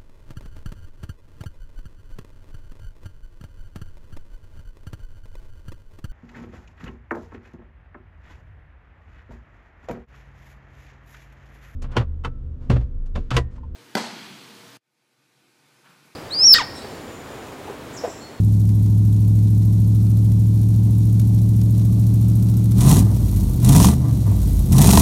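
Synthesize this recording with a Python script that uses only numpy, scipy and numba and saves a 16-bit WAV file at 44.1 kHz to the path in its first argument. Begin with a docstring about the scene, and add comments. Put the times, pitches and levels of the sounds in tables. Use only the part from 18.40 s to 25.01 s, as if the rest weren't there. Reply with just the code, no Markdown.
"""A snowy yard, behind the tailpipes of an old V8 pickup: it idles, then is blipped three times.
Eight unequal cylinders pulse through the resonant exhaust; gas rushes out in puffs, a leak spits
once a cycle and faint whines drift. Under throttle the pipes hiss and crack as pulses steepen
into shocks; on the overrun they burble unevenly."""
import sys
import numpy as np
from scipy.fft import rfft, irfft, next_fast_len
from scipy.io import wavfile
from scipy.ndimage import map_coordinates
from numba import njit

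SR = 44100
rng = np.random.default_rng(int(sys.argv[2]) if len(sys.argv) > 2 else 0)


def inscribe(sig):
    """Save sig as 16-bit PCM at rate SR to the path in sys.argv[1].

    A 1-D sig is mono; a 2-D sig holds one channel per row.
    Samples are clipped to [-1, 1] before scaling.
    """
    pcm = np.round(np.clip(np.atleast_2d(sig).T, -1, 1) * 32767)
    wavfile.write(sys.argv[1], SR, pcm.astype(np.int16))


N = 291501


def amp(db):
    """Decibels to gain."""
    return 10 ** (np.asarray(db) / 20)


def unit(x):
    """Scale to rms 1."""
    return x / np.sqrt(np.mean(x ** 2) + 1e-20)


def white():
    """Fresh white noise."""
    return rng.standard_normal(N)


def wobble(rate_hz):
    """Smooth random curve, rate_hz knots a second."""
    knots = rng.standard_normal(int(N * rate_hz / SR) + 4)
    return map_coordinates(knots, [np.arange(N) * rate_hz / SR])


def ramps(events, rise_s, fall_s):
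    """Rise, hold and fall for each (start [s], end [s], size)."""
    t = np.arange(N) / SR
    return sum(size * np.clip((t - on) / rise_s, 0, 1) * np.clip(1 - (t - off) / fall_s, 0, 1)
               for on, off, size, *_ in events)


def swells(events):
    """Bell-shaped gain for each (time [s], half length [s], level [dB])."""
    t = np.arange(N) / SR
    return sum(amp(db) * np.exp(-((t - s) / half_s) ** 2) for s, half_s, db in events)


def bursts(events, t60_s):
    """Jump and decay for each (time [s], level [dB])."""
    envelope, t = np.zeros(N + SR), np.arange(SR // 10) / SR
    for s, db in events:
        envelope[round(s * SR):][:len(t)] += amp(db - 60 * t / t60_s)
    return envelope[:N]


def filtered(x, response):
    """Apply a frequency response."""
    size = next_fast_len(N + SR // 2)
    return irfft(rfft(x, size) * response(np.fft.rfftfreq(size, 1 / SR)), size)[:N]


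def resonances(modes, hz):
    """Causal response of modes of alternating sign."""
    return sum((-1) ** k * amp(db) * 1j * hz * width / (centre ** 2 - hz ** 2 + 1j * hz * width)
               for k, (centre, width, db) in enumerate(modes))


@njit
def flywheel(push, drag, catch_hz):
    """Firing rate above idle: throttle drives it up, friction brings it back, easing near idle."""
    above_hz = np.zeros(len(push))
    for n in range(1, len(push)):
        above_hz[n] = above_hz[n - 1] + push[n] - drag * np.tanh(above_hz[n - 1] / catch_hz)
    return above_hz


# Creeping idle: (time [s], firing rate [Hz])
IDLE_RATE = [(0, 104.94), (2.2, 108.95), (4.3, 112.21)]
# Throttle blips: (pressed [s], released [s], opening [0-1])
THROTTLE_BLIPS = [(4.3141, 4.5598, .703), (5.1875, 5.4318, 1), (6.2518, 6.611, .917)]
OPEN_S, CLOSE_S, FULL_LOAD_OPENING = .163, .14, 0.7
PUSH_HZ_PER_S, DRAG_HZ_PER_S = 537.8, 129.95
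OVERRUN_ABOVE_IDLE_HZ, FAST_ABOVE_IDLE_HZ = 12.2, 89


def engine():
    """Throttle spins the crank: firing rate, load, and a function from load to engine state."""
    idle_hz = np.interp(np.arange(N) / SR, *np.transpose(IDLE_RATE))
    opening = ramps(THROTTLE_BLIPS, OPEN_S, CLOSE_S)
    above_hz = flywheel(PUSH_HZ_PER_S / SR * opening, DRAG_HZ_PER_S / SR, catch_hz=22.25)
    revs = above_hz / FAST_ABOVE_IDLE_HZ
    creep = ((idle_hz - idle_hz[0]) / (idle_hz[-1] - idle_hz[0])) ** 2

    def state_at(load):
        overrun = np.clip(1 - load, 0, 1) * np.tanh(above_hz / OVERRUN_ABOVE_IDLE_HZ)
        return np.array([np.ones(N), load, overrun, load * revs, overrun * revs, creep])

    return idle_hz + above_hz, np.clip(opening / FULL_LOAD_OPENING, 0, 1), state_at


def follow(amounts, state):
    """Weight the state by (idle value, + load, + overrun, + fast load, + fast overrun, + creep)."""
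    return np.array(amounts) @ state[:len(amounts)]


# Cylinders in firing order: (blow [dB], lateness [firing intervals], gas puff [dB])
CYLINDERS = [(-2.0, -0.02, 0.0), (0.3, -0.16, 1.0), (0.5, -0.15, 2.0), (-2.5, 0.03, 0.0),
             (-4.9, -0.02, -2.0), (1.1, -0.16, 2.0), (1.2, -0.17, 0.0), (-3.5, -0.07, 1.0)]
# Idle spectrum, used for the weak orders: (order [x cycle rate], relative level [dB])
IDLE_ORDERS = [(1, -64), (2, -58), (3, -29), (4, -27), (5, -13), (6, -23), (7, -20), (8, 0), (9, -17),
               (10, -24), (11, -18), (12, -23), (13, -12), (14, -18), (15, -21), (16, -21), (17, -22),
               (18, -33), (19, -26), (20, -30), (21, -29), (22, -27), (23, -33), (24, -32), (25, -37),
               (26, -39), (27, -38), (28, -43), (29, -40), (30, -46), (31, -47), (32, -53), (33, -48),
               (34, -50), (35, -51), (36, -56)]
# Long pipe modes, phase only: (frequency [Hz], width [Hz], level [dB])
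PIPE_MODES = [(58.0, 15.0, -28.0), (141.0, 35.0, -5.0), (159.0, 26.0, -0.0), (217.0, 20.0, -9.0),
              (314.0, 44.0, -19.0), (311.0, 77.0, -24.0)]
# Muffler chamber modes: (frequency [Hz], width [Hz], level [dB])
MUFFLER_MODES = [(44.4, 9.2, -8), (83, 29.6, -2), (174.3, 56, -1), (206, 34.8, 1), (279, 46, -9),
                 (318.6, 49.5, -11), (408, 77, -25)]
# Pipe boom on the strong orders: (frequency [Hz], gain [dB])
PIPE_BOOM = [(39, -22.5), (47, -3.5), (55, -6), (68, -9), (85, -7.5), (107, 0), (125, -4), (150, -8.5),
             (220, -13.5)]
# Per strong order: (idle [dB], + load [dB], + overrun [dB], + fast load [dB], + fast overrun [dB])
STRONG_DB = [(-25.5, 5.2, 11.5, 11.5, -1.5), (-18.5, 5.9, 2.5, -1, 0.5), (-30, 9, 7, -3.5, 5),
             (-13.5, 10.3, -8.5, -1.5, -1)]
STRONG_ORDERS = (3, 5, 6, 8)
RUMBLE_DB = (-22.5, 9.5, -2.5, -3.5, -0.5, 2)  # terms as in follow()
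UNEVEN_SHARE = (0.11, 0.32, 0.87)


def exhaust_note(cycle_hz, cycles, uneven, state):
    """Repeating part of the pulse train: orders of the cycle glide through the pipe resonances."""
    boom_hz, boom_db = np.transpose(PIPE_BOOM)
    blow_db, late, _ = np.transpose(CYLINDERS)
    fire_at = (np.arange(len(late)) + late + .5) / len(late)
    grid_hz = np.arange(1, 1200)
    pipe = resonances(PIPE_MODES, grid_hz)
    muffler = np.abs(resonances(MUFFLER_MODES, grid_hz))
    idle_hz = cycle_hz[2 * SR]
    turn = np.exp(2j * np.pi * cycles)
    phasor, strong, weak, weak_power = np.ones(N, complex), 0, 0, 0
    for order, (_, db) in enumerate(IDLE_ORDERS, 1):
        phasor = phasor * turn
        hz = order * cycle_hz
        # uneven firing of the two banks sets the phases: the lope
        pattern = -np.sum(amp(blow_db) * np.exp(-2j * np.pi * order * fire_at))
        response = np.interp(hz, grid_hz, pipe) * pattern
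        wave = np.sqrt(2) * (phasor * response).real / np.abs(response)
        if order in STRONG_ORDERS:
            surge_db = 3.2 * uneven ** 1.5 * wobble(22) + .35 * wobble(9)  # ragged combustion
            order_db = follow(STRONG_DB[STRONG_ORDERS.index(order)], state)
            strong += amp(order_db + np.interp(hz, boom_hz, boom_db) + surge_db) * wave
        else:
            gain = amp(db) * np.interp(hz, grid_hz, muffler) / np.interp(order * idle_hz, grid_hz, muffler)
            weak += gain * wave
            weak_power += gain ** 2
    return strong + amp(follow(RUMBLE_DB, state)) * np.sqrt(1 - uneven) * weak / np.sqrt(weak_power)


def burble(firings, uneven, state, trim_db):
    """No two firings burn alike: their random excess thumps through the muffler."""
    onsets = np.flatnonzero(np.diff(np.floor(firings + .5)))
    blows = np.zeros(N)
    blows[onsets] = 2 * rng.random(len(onsets)) - 1
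    thumps = unit(filtered(blows, lambda hz: resonances(MUFFLER_MODES, hz)))
    return amp(follow(RUMBLE_DB, state) + trim_db) * np.sqrt(uneven) * thumps


def puffs(firings, lead, fade, base, scatter_db):
    """Gas flow: one puff per firing, sized by its cylinder; lead and fade in firing intervals."""
    count, age = np.divmod(firings + lead, 1)
    count = count.astype(int)
    size_db = np.array(CYLINDERS)[count % len(CYLINDERS), 2]
    size_db += scatter_db * rng.standard_normal(N // 100)[count]
    return base + amp(size_db) * (1 - np.exp(-age * 10)) * np.exp(-age / fade)


def cyclic_noise(cycles, share, size=512):
    """Turbulence of which a share repeats every cycle, giving it a pitch."""
    knots = rng.standard_normal((int(cycles[-1]) + 2, size))
    knots = np.sqrt(share) * knots[-1] + np.sqrt(1 - share) * knots[:-1]
    return np.interp(cycles * size, np.arange(knots.size), knots.ravel())


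# Tailpipe mouth modes: (frequency [Hz], width [Hz], lift [dB])
MOUTH_MODES = [(623, 17, -1), (894, 44, -1.5), (1026, 59, 3.5), (1179, 8.7, 12.5), (1987, 23, 8.5),
               (2410, 46, 4), (3270, 49, 2.5), (3620, 50, 5.5), (3920, 100, 5), (4330, 100, 4),
               (5750, 77, 4.5), (6230, 110, -1), (6710, 180, 4.5), (8040, 200, 3.5), (9320, 420, 3.5),
               (11180, 280, 3.5)]


def rush(spectrum, turbulence):
    """Turbulence coloured by a spectrum and the pipe mouths, at rms 1."""
    points_hz, db = np.transpose(spectrum)
    grid_hz = np.arange(0, SR // 2, 5)
    lift_db = sum(lift / (1 + (2 * (grid_hz - hz) / width) ** 2) for hz, width, lift in MOUTH_MODES)
    gain = amp(np.interp(np.log(grid_hz + 1), np.log(points_hz), db, left=-120) + lift_db)
    return unit(filtered(turbulence, lambda hz: np.interp(hz, grid_hz, gain)))


# Gas driven out by the blips: (start [s], end [s], strength [0-1], crack phase [cycles], crack [dB])
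GAS_BLASTS = [(4.357, 4.521, 0.83, .81, -7.5), (5.211, 5.443, 0.82, .635, -0.5), (6.3, 6.611, 0.95, .76, 0)]
# Rasp, slack flow: (frequency [Hz], level [dB])
SLACK_RASP = [(280, -26), (470, -1.5), (558, -7.5), (612, -3.5), (854, -11), (941, -11), (1090, -17),
              (1700, -34.5), (2210, -28.5), (3740, -120)]
# Rasp, hard flow: (frequency [Hz], level [dB])
HARD_RASP = [(250, -10.5), (430, -2), (560, -12), (678, -5), (831, -9), (943, -5.5), (1190, -14),
             (1450, -22.5), (1800, -20), (2340, -32), (3960, -120)]
# Rasping flutter on the overrun: (time [s], half length [s], level [dB])
FLUTTERS = [(4.69, 0.064, -40), (5.66, .05, -37.5), (5.9, 0.059, -41.5)]
RASP_DB = (-49.5, 20.5, 1.5, 3, 4.5, 4)
LOPE_DB, LOPE_PEAK_CYCLES = 2.5, 0.86


def rasp(firings, cycles, force, gas_state, state_at):
    """Puffs of gas rasp in the pipes; off idle the level swings once a cycle."""
    flow = puffs(firings, lead=.1, fade=.4, base=.28, scatter_db=1.4)
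    slack = rush(SLACK_RASP, flow * cyclic_noise(cycles, share=0.45))
    hard = rush(HARD_RASP, flow * cyclic_noise(cycles, share=0.28))
    blend = amp(-2.5) * np.sqrt(1 - force) * slack + np.sqrt(force) * hard
    level_db = follow(RASP_DB, state_at(ramps(GAS_BLASTS, rise_s=0.13, fall_s=0.13) ** 0.64))
    load, overrun = gas_state[1:3]
    lope = amp(LOPE_DB * (load + overrun) * np.cos(2 * np.pi * (cycles - LOPE_PEAK_CYCLES)))
    return lope * (amp(level_db) * blend + swells(FLUTTERS) * hard)


# Hiss, slack flow: (frequency [Hz], level [dB])
SLACK_HISS = [(820, -18.5), (1400, -3.5), (1840, -10.5), (1960, -8), (4360, -3), (4820, -4.5), (5790, -1.5),
              (7540, -4.5), (9420, -2), (10400, -6), (11300, -3.5), (14100, -4), (15800, -17)]
# Hiss, hard flow: (frequency [Hz], level [dB])
HARD_HISS = [(820, -16), (1400, -5.5), (1660, -24), (1960, -7.5), (2230, -11), (2420, -6), (4140, -4.5),
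             (4680, -6.5), (5850, -0.5), (7090, -1.5), (9140, 0), (13400, -4.5), (15800, -11.5)]
# Thin hiss of air and leak: (frequency [Hz], level [dB])
THIN_HISS = [(2500, -31), (4000, -17.5), (7000, -4), (9500, -2.5), (13500, 2), (15800, -5)]
HISS_DB = (-49.5, 24, 4, 1, -3.5, 3.5)
AIR_DB = (-60.5, 4.5, 18, -0.5, -20, 3.5)


def hiss(firings, force, gas_state):
    """Escaping gas hisses, pulsing deeper under throttle; thin air rises on the overrun."""
    slack_flow = puffs(firings, lead=0.51, fade=0.48, base=1.0, scatter_db=5.0)
    hard_flow = puffs(firings, lead=0.29, fade=0.72, base=0.11, scatter_db=3.5)
    slack = amp(-1.5) * np.sqrt(1 - force) * rush(SLACK_HISS, slack_flow * white())
    hard = amp(2.16) * np.sqrt(force) * rush(HARD_HISS, hard_flow * white())
    air = amp(follow(AIR_DB, gas_state)) * rush(THIN_HISS, slack_flow * white())
    return amp(follow(HISS_DB, gas_state)) * (slack + hard) + air


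LEAK_DB = (-55.5, 16, 0, 1, -6, 7.5)
LEAK_PHASE_CYCLES = .59


def leak(cycles, force, gas_state):
    """In slack flow a leak spits once a cycle, and again more weakly two firings later."""
    spits = 0
    for delay_cycles, rise_cycles, size in ((0, .045, 1), (.25, .022, .55)):
        age = (cycles - LEAK_PHASE_CYCLES - delay_cycles) % 1 / rise_cycles
        spits += size * age * np.exp(-age)
    spits *= amp(np.tanh(wobble(32)))
    return np.sqrt(1 - force) * amp(follow(LEAK_DB, gas_state)) * rush(THIN_HISS, spits * white())


# Steady whines: (frequency [Hz], level [dB])
WHINES = [(603, -63), (920, -63)]
# Belt whine swells: (time [s], half length [s], level [dB])
BELT_SWELLS = [(1.7, 0.19, -62), (4.12, 0.4, -61)]


def whine(firings):
    """Faint whines drift in level; the belt's follows engine speed."""
    t = np.arange(N) / SR
    steady = 0
    for hz, db in WHINES:
        drift_db = 3 * np.tanh(wobble(2))
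        steady += amp(db + drift_db) * np.sin(2 * np.pi * hz * t + 1.3 * wobble(26))
    belt = np.sin(2 * np.pi * 12 * firings + .6 * wobble(30))
    return steady + belt * swells(BELT_SWELLS)


# Modes rung by a crack: (frequency [Hz], width [Hz], level [dB])
CRACK_MODES = [(652, 93, 9), (985, 150, 10), (1860, 140, 0.5), (3110, 3000, -2), (5200, 1770, 4.5)]
CRACK_SHUT_LOSS_DB, CRACK_LOSS_DB_PER_HZ, SHOCK_DELAY_S = 30.5, 0.2, 0.001067


def cracks(firing_hz, cycles, peak_db, spray_db, bark_db):
    """Under load one pulse a cycle steepens into a shock, with a spray of hiss and a bark."""
    events = []
    for on, off, _, phase, db in GAS_BLASTS:
        opening = ramps([(on, off, 1)], rise_s=0.08, fall_s=CLOSE_S)
        for n in np.flatnonzero(np.diff(np.floor(cycles - phase))):
            if opening[n] > .5:
                shut_db = CRACK_SHUT_LOSS_DB * (1 - opening[n])
                slow_db = CRACK_LOSS_DB_PER_HZ * (firing_hz.max() - firing_hz[n])
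                events.append((n / SR, db - shut_db - slow_db))
    shocks = filtered(bursts(events, t60_s=0.00042), lambda hz: resonances(CRACK_MODES, hz))
    shocks = np.roll(shocks, round(SHOCK_DELAY_S * SR)) / np.abs(shocks).max()
    bark = amp(bark_db) * bursts(events, t60_s=0.072) * rush(HARD_RASP, white())
    spray = amp(spray_db) * bursts(events, t60_s=0.026) * rush(HARD_HISS, white())
    return amp(peak_db) * shocks + spray + bark


# Gas spurts: (time [s], relative peak [dB])
GAS_SPURTS = [(4.569, -11.5), (5.247, -11), (5.289, -9.5), (6.327, -15), (6.383, -7.5)]


def spurts(gain_db):
    """Strong firings spurt gas during the blips."""
    return amp(gain_db) * bursts(GAS_SPURTS, t60_s=0.04) * rush(HARD_HISS, white())


def scene():
    """Rumble, gas, cracks and whines around one crankshaft."""
    firing_hz, load, state_at = engine()
    state = state_at(load)
    firings = np.cumsum(firing_hz) / SR
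    cycles = firings / len(CYLINDERS)
    uneven = np.clip(follow(UNEVEN_SHARE, state), 0, 1)
    gas_state = state_at(ramps(GAS_BLASTS, rise_s=0.15, fall_s=.12) ** 0.63)
    force = np.clip((follow(HISS_DB, gas_state) + 41.5) / 10, 0, 1)  # 0 slack flow, 1 hard flow
    mix = exhaust_note(firing_hz / len(CYLINDERS), cycles, uneven, state)
    mix += burble(firings, uneven, state, trim_db=-1.5)
    mix += rasp(firings, cycles, force, gas_state, state_at)
    mix += hiss(firings, force, gas_state)
    mix += leak(cycles, force, gas_state)
    mix += whine(firings)
    mix += cracks(firing_hz, cycles, peak_db=-2.5, spray_db=-15, bark_db=-14.5)
    mix += spurts(gain_db=-9.5)
    return mix[None]


def record(dry, top_hz=15900):
    """The microphone rounds the highest peaks and passes nothing above its band limit."""
    rounded = dry[0] / (1 + np.abs(dry[0]) ** 8) ** (1 / 8)
    fade_in = np.minimum(np.arange(N) / (.002 * SR), 1)
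    return filtered(rounded * fade_in, lambda hz: hz < top_hz)[None]


dry = scene()
out = record(dry)
inscribe(out)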